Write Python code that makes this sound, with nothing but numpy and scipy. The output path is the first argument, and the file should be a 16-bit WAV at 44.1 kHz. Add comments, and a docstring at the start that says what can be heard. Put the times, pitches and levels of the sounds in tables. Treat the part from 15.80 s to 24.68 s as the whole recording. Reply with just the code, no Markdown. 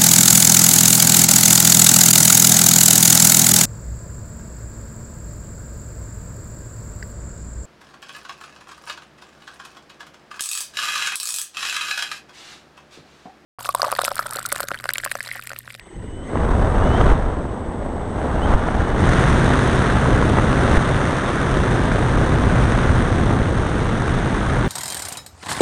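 """Propeller wash and wind buffet a camera under the wing of an electric model airplane.
The airplane taxis, opens to full power and takes off. The air noise grows with shaft speed and all
but buries the propeller's drone; big gusts duck the camera's gain. At low speed the brushless motor
sweeps through a ring of its housing, its bearings rattle and its speed controller whines."""
import sys
import numpy as np
from scipy import signal
from scipy.fft import rfft, irfft
from scipy.io import wavfile
from scipy.ndimage import uniform_filter1d

SR = 44100
rng = np.random.default_rng(int(sys.argv[2]) if len(sys.argv) > 2 else 0)


def transcribe(u):
    """Save the signal u as a 16-bit wav file named by the first command-line argument.

    u: samples, shape (n,) or (channels, n), limited to [-1, 1]; the rate is SR.
    q: integer samples, one column per channel.
    """
    v = np.clip(np.atleast_2d(u).T, -1, 1)
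    q = np.round(v * 32767).astype(np.int16)
    wavfile.write(sys.argv[1], SR, q)


N = 391608
TIME = np.arange(N) / SR
FREQ = np.maximum(np.arange(N // 2 + 1) * SR / N, 1)
FULL_POWER_S = 3.3


# tone colour of the airstream at the microphone port: (f/Hz, level/dB)
PORT_EQ = [(10, -47), (22, -1.5), (65, 0.5), (130, -1.5), (250, -7.5), (550, -12.5), (900, -16),
           (1600, -19), (2000, -25), (2400, -32), (3050, -34), (3600, -33), (4400, -42.5), (5000, -45.5),
           (6250, -38.5), (7000, -44.5), (7700, -46), (8600, -38), (9200, -43), (10000, -46.5),
           (11000, -59), (12000, -70)]
# extra colour that turns that airstream into slow propeller wash: (f/Hz, level/dB)
WASH_EQ = [(15, 14.5), (33, 6.5), (65, 5), (135, -1.5), (260, -1), (360, -3.5), (520, -1.3), (1100, 0.5),
           (2000, -4), (5000, -10), (9000, -13.5), (11000, -19)]


def wind(speed):
    """Large eddies buffet the diaphragm; each suction sheds smaller ones, a burst of rush and hiss."""
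    buffet_db, rush_db, hiss_db = wind_levels(speed)
    port, wash = colour(PORT_EQ), colour(WASH_EQ)
    flight = np.clip((speed - 78) / 40, 0, 1)

    def eddies(share):
        """One size of eddies, crossfading from slow wash to fast airstream."""
        band = port * np.sqrt(share)
        return np.sqrt(1 - flight) * noise(band * wash) + np.sqrt(flight) * noise(band)

    large, small = below(238, 5), 1 - below(1022, 9.4)
    middle = (1 - large) * (1 - small) * below(2040, 2.3) ** 2
    buffet = eddies(large)
    bursts = unit(walk(245) - 0.6 * buffet)
    # a weak draught has no fine eddies in its rush
    strong = np.clip((rush_db + 33) / 11, 0, 1)
    rush = np.sqrt(strong) * eddies(middle) + np.sqrt(1 - strong) * eddies(middle * below(530, 5.5))
    rush *= undb(1.9 * bursts + 0.32 * walk(90))
    hiss = eddies(small * below(4730, 4)) * undb(1.77 * bursts + 0.93 * walk(370))
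    # the finest eddies come in the shortest spurts, so the top flutters
    spurts = undb(1.9 * bursts + 1.63 * walk(220))
    flutter = eddies(1 - below(3450, 6.9)) * spurts
    hiss = unit(hiss) + undb(-15.5) * unit(flutter)
    return unit(buffet) * undb(buffet_db) + unit(rush) * undb(rush_db) + unit(hiss) * undb(hiss_db)


# large, middle and small eddies: (base level/dB, knee shaft speed/Hz, share of the turbulence felt)
BUFFET = (-15.5, 51, 0.76)
RUSH = (-18, 53.1, 0.25)
HISS = (-21, 75.4, 0.078)
# swells and lulls of the turbulent air along the way: (t/s, level/dB)
TURBULENCE = [(.14, 7), (.3, -2), (.48, -4), (.65, 4.5), (.8, 1), (1.42, 4.5), (1.68, -4), (2.52, -4.5),
              (2.62, -1), (3.5, 5.5), (4.05, -1), (4.25, 3.5), (5.15, 0.5), (5.48, -5), (5.95, 4.5),
              (7.45, 7.5), (7.7, 2.5), (8.88, 3)]
# fader ride on the hiss alone: (t/s, level/dB)
HISS_SWELL = [(.3, -5), (.45, 2), (.7, 0), (1.55, 1), (1.75, -2), (2.5, -0.6), (2.95, 0.5), (3.17, -1),
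              (3.32, 2.5), (3.9, 2), (4.45, -1.5), (4.7, -0.5), (4.85, 1), (5.4, 1), (6.65, 0), (6.85, 2.5),
              (7.6, -1), (8.7, 1.5)]


def wind_levels(speed, arrival_s=0.13, trail_s=0.033, steepness=4.1):
    """Faders in dB for buffet, rush and hiss: each climbs with shaft speed, then flattens at its knee."""
    wash_hz = np.interp(TIME - trail_s, TIME, speed)
    turbulence_db = automation(TURBULENCE)
    gust_db, _ = gusts()
    arrival_db = -15 * (1 - settle(arrival_s, lag_s=0.018))
    ease_db = -8 * settle(FULL_POWER_S, lag_s=2.92)  # the wash eases as the airplane gathers speed
    shared_db = arrival_db + gust_db + ease_db
    levels = []
    for db, knee_hz, share in (BUFFET, RUSH, HISS):
        speed_db = -20 * np.log10(1 + (knee_hz / wash_hz) ** steepness)
        levels.append(db + speed_db + shared_db + share * turbulence_db)
    buffet_db, rush_db, hiss_db = levels
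    # the middle eddies take longer to build once the wash arrives
    build_db = -8 * (1 - settle(arrival_s, lag_s=0.1))
    return buffet_db, rush_db + build_db, hiss_db + automation(HISS_SWELL)


# gusts that swell into a thump: (t/s, build-up/s, swell/dB, shove level/dB)
GUSTS = [(1.333, 0.039, 0.5, 0.5), (2.75, 0.033, 1.5, 2.5), (4.977, 0.046, 4, -3)]


def gusts(collapse_s=0.0047):
    """Each gust swells the wind, then collapses in one slow shove of pressure on the diaphragm."""
    swell_db, shoves = 0, 0
    for s, build_s, rise_db, shove_db in GUSTS:
        swell_db += rise_db * np.exp(-np.abs(TIME - s) / build_s) * (1 - settle(s, collapse_s))
        shoves += undb(shove_db) * np.exp(-((TIME - s) / collapse_s) ** 2)
    return swell_db, shoves


# hard slaps of air: (t/s, relative level/dB, length/s)
SLAPS = [(0.555, -6, 0.0013), (0.571, -5, 0.003), (0.969, -11, 0.006), (1.211, -1.5, 0.0042),
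         (1.264, -8, 0.0044), (2.18, -15, 0.0028), (2.722, -15, 0.0034), (2.732, -7, 0.0045),
         (2.885, 1, 0.0033), (3.017, -16, 0.0035), (4.233, -6, 0.0027), (4.257, -3, 0.0048),
         (4.424, 1.5, 0.0023), (4.571, -4, 0.0047), (4.585, 2.5, 0.0059), (4.919, -13, 0.0048),
         (4.967, -14, 0.0028), (7.27, -15, 0.0054), (7.506, -4, 0.0073)]


def slaps():
    """Single strong eddies burst on the port, each a short spurt of noise."""
    envelope = sum(undb(db) * np.exp(-((TIME - s - .002) / (length / 2)) ** 4) for s, db, length in SLAPS)
    spurt = noise(colour(PORT_EQ) * np.sqrt(1 - below(760, 1.4)) * below(2400, 3.1))
    return undb(-9.5) * envelope * spurt


# partials of the drone: (multiple of the shaft rate, base level/dB)
DRONE = [(1, -26), (2, -35), (3, -40), (4, -47)]
# fader ride on the drone as the blades load and unload: (t/s, level/dB)
THRUST = [(0, -8), (3.3, 5), (3.7, 6.5), (4.5, -.5), (5, 4.5), (5.7, -7), (6.3, 0.5), (7.2, 3), (7.8, -8.5),
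          (8.88, 0.5)]


def propeller(speed, turns):
    """Shaft unbalance and two blades drone, growing steeply with speed and wavering in the wash."""
    sway = turns + .02 * walk(3)
    drone = sum(undb(db) * tone(k * sway) * undb(1.5 * walk(3.4)) for k, db in DRONE)
    return drone * undb(automation(THRUST)) * (speed / speed.max()) ** 4


# partials of the magnetic pull, mostly multiples of the fourteen poles: (multiple of the shaft rate)
MAGNET_ORDERS = (34, 39, 42, 56, 70, 84, 98, 112, 140, 168)
# their balance going into the housing: (level/dB)
MAGNET_DB = (-43, -57, -41, -62, -60, -53, -68, -67, -54, -59)
# rings of the motor housing: (f/Hz, width/Hz, level/dB)
HOUSING_RINGS = [(1030, 77, -17), (1990, 200, -7), (3050, 280, 1.5), (4330, 51, -12), (6400, 210, -3)]


def motor(speed, turns, pull_db):
    """Partials of the magnetic pull whistle as they sweep across the housing's rings."""
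    housing = sum(undb(db) * np.abs(ring(FREQ, hz, width)) ** 2 for hz, width, db in HOUSING_RINGS)
    whistle = sum(undb(db) * np.interp(k * speed, FREQ, housing) * tone(k * turns)
                  for k, db in zip(MAGNET_ORDERS, MAGNET_DB))
    return whistle * undb(pull_db + 1.4 * walk(30))


# resonances of the motor mount and airframe: (f/Hz, width/Hz, relative level/dB)
FRAME_RINGS = [(170, 360, 1.5), (360, 45, 9.5), (540, 23, -9), (813, 42, 0), (970, 58, 1.5),
               (1420, 1100, -21), (1860, 85, -1.5), (2030, 95, -3), (3000, 114, -8), (3460, 290, -18),
               (6400, 170, -18), (8470, 220, -13.5)]


def bearings(speed, turns, pull_db):
    """The bearings rattle the airframe in fits and their scrape rings the port, more so under hard pull."""
    rattle = 0
    for hz, width, db in FRAME_RINGS:
        mode = noise(np.abs(ring(FREQ, hz, width)) * np.abs(ring(FREQ, hz, 5 * width)))
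        rattle += undb(db) * np.sqrt(width) * mode * undb(5.1 * walk(26))
    scrape = noise(colour(PORT_EQ) * (1 - below(2100, 1.5)))
    pulse = 1 + 0.063 * tone(turns)  # once a turn
    load = undb(0.29 * pull_db) * (speed / speed[0]) ** 0.4
    return (unit(rattle) * undb(-44.5) + scrape * undb(-56)) * pulse * load


# side tones of the whine: (offset from the carrier in multiples of the shaft rate)
SIDE_ORDERS = (-28, -14, -10, -4, 2, 10, 13, 14, 15, 16, 17, 18, 20, 28)
# their balance at a brisk taxi, going into the motor bell: (level/dB)
SIDE_DB = (-75, -71, -71, -82, -76, -65, -81, -65, -81, -76, -79, -80, -80, -66.5)


def controller(speed, turns, whine_db, carrier_hz=8030, taxi_hz=62):
    """The speed controller chops the current at one pitch; the passing magnets add side tones."""
    carrier = carrier_hz * TIME
    # the shaft turns a little unevenly, which blurs the far side tones
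    uneven = turns + .004 * walk(25)
    sides = 0
    for k, db in zip(SIDE_ORDERS, SIDE_DB):
        hz = carrier_hz + k * speed
        # the motor bell radiates best near two of its rings
        bell = 0.3 + 1.64 * np.abs(ring(hz, 8130, 300)) + np.abs(ring(hz, 9790, 240)) ** 2
        # the farthest side tones need the most current, so they grow fastest with speed
        growth = (speed / taxi_hz) ** (3.5 * (k / max(SIDE_ORDERS)) ** 2)
        high_cut = 1 / (1 + (hz / 9900) ** 20)
        sides += undb(db) * growth * bell * high_cut * tone(carrier + k * uneven)
    return undb(whine_db) * (undb(-59.5) * tone(carrier) + sides * undb(2.0 * walk(17)))


# cues for the throttle stick: (t/s, shaft speed asked for/Hz)
THROTTLE = [(.05, 37.6), (.432, 62.7), (.93, 71.5), (1.11, 79), (1.29, 52.2), (2.28, 66.8), (2.605, 86.8),
            (3.145, 128.6)]


def throttle(idle_hz=26.2, settle_turns=6.5):
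    """Shaft speed that the stick asks for, and the speed reached as the shaft catches up."""
    asked = reached = before = idle_hz
    for s, hz in THROTTLE:
        asked += (hz - before) * settle(s, lag_s=.01)
        reached += (hz - before) * settle(s, lag_s=settle_turns / hz)
        before = hz
    return asked, reached


def undb(db):
    """Decibels to gain."""
    return 10 ** (np.asarray(db) / 20)


def unit(x):
    """Scale to an rms of one."""
    return x / np.std(x)


def automation(points):
    """Fader line through (t/s, level/dB) points."""
    return np.interp(TIME, *np.transpose(points))


def settle(start_s, lag_s):
    """Rise from nothing at the start towards one, with the given time constant."""
    return 1 - np.exp(-np.maximum(TIME - start_s, 0) / lag_s)


def colour(points):
    """Gain at every frequency from (f/Hz, level/dB) points."""
    hz, db = np.transpose(sorted(points))
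    return undb(np.interp(np.log(FREQ), np.log(hz), db))


def below(edge_hz, slope):
    """Soft low-pass curve, one half at the edge."""
    return 1 / (1 + (FREQ / edge_hz) ** slope)


def ring(hz, centre_hz, width_hz):
    """Complex response of one resonance, one at its centre."""
    return 1 / (1 + 1j * (hz ** 2 - centre_hz ** 2) / (hz * width_hz))


def noise(gain):
    """Unit-rms noise shaped by a gain at every frequency."""
    return unit(irfft(rfft(rng.standard_normal(N)) * gain, N))


def walk(rate_hz):
    """Random wavering, mostly between a few times a second and the given rate."""
    return noise(FREQ / (FREQ + 2) / (1 + (FREQ / rate_hz) ** 2))


def tone(turns):
    """Unit-rms sine that starts at a random phase."""
    return np.sqrt(2) * np.sin(2 * np.pi * (turns + rng.random()))


def scene():
    """The throttle sets one shaft speed, which drives wind, propeller, motor, bearings and controller."""
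    asked, reached = throttle()
    sag_hz = 3.2 * settle(FULL_POWER_S, lag_s=2.0)  # the battery sags at full power
    speed = reached - sag_hz
    turns = np.cumsum(speed) / SR
    # the chopped current ripples most at half throttle and hardly at all when full on
    ripple_db = 20 * np.log10(np.sin(np.pi * reached / reached.max()) + .02)
    # the magnets pull harder while the shaft lags the stick
    surge_db = 1.6 * 20 * np.log10(asked / reached)
    pull_db = ripple_db + surge_db - 1.5
    _, shoves = gusts()
    air = wind(speed) + shoves + slaps()
    drive = propeller(speed, turns) + motor(speed, turns, pull_db) + bearings(speed, turns, pull_db)
    whine = controller(speed, turns, whine_db=ripple_db + 3.5)
    return (air + drive + whine)[None]


def record(dry, limit_db=-5.5, recover_db_per_s=3, top_hz=12100):
    """The camera ducks its gain at a big swing and recovers slowly; it clips peaks and cuts the top."""
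    swing = uniform_filter1d(np.abs(dry[0]), size=353)
    over_db = 20 * np.log10(np.maximum(swing / undb(limit_db), 1))
    recovery_db = recover_db_per_s * TIME
    duck_db = np.maximum.accumulate(over_db + recovery_db) - recovery_db
    clipped = np.clip(dry * undb(-duck_db), -.7, .7)
    return signal.sosfilt(signal.ellip(10, .2, 80, top_hz, fs=SR, output="sos"), clipped)


dry = scene()
out = record(dry)
transcribe(out)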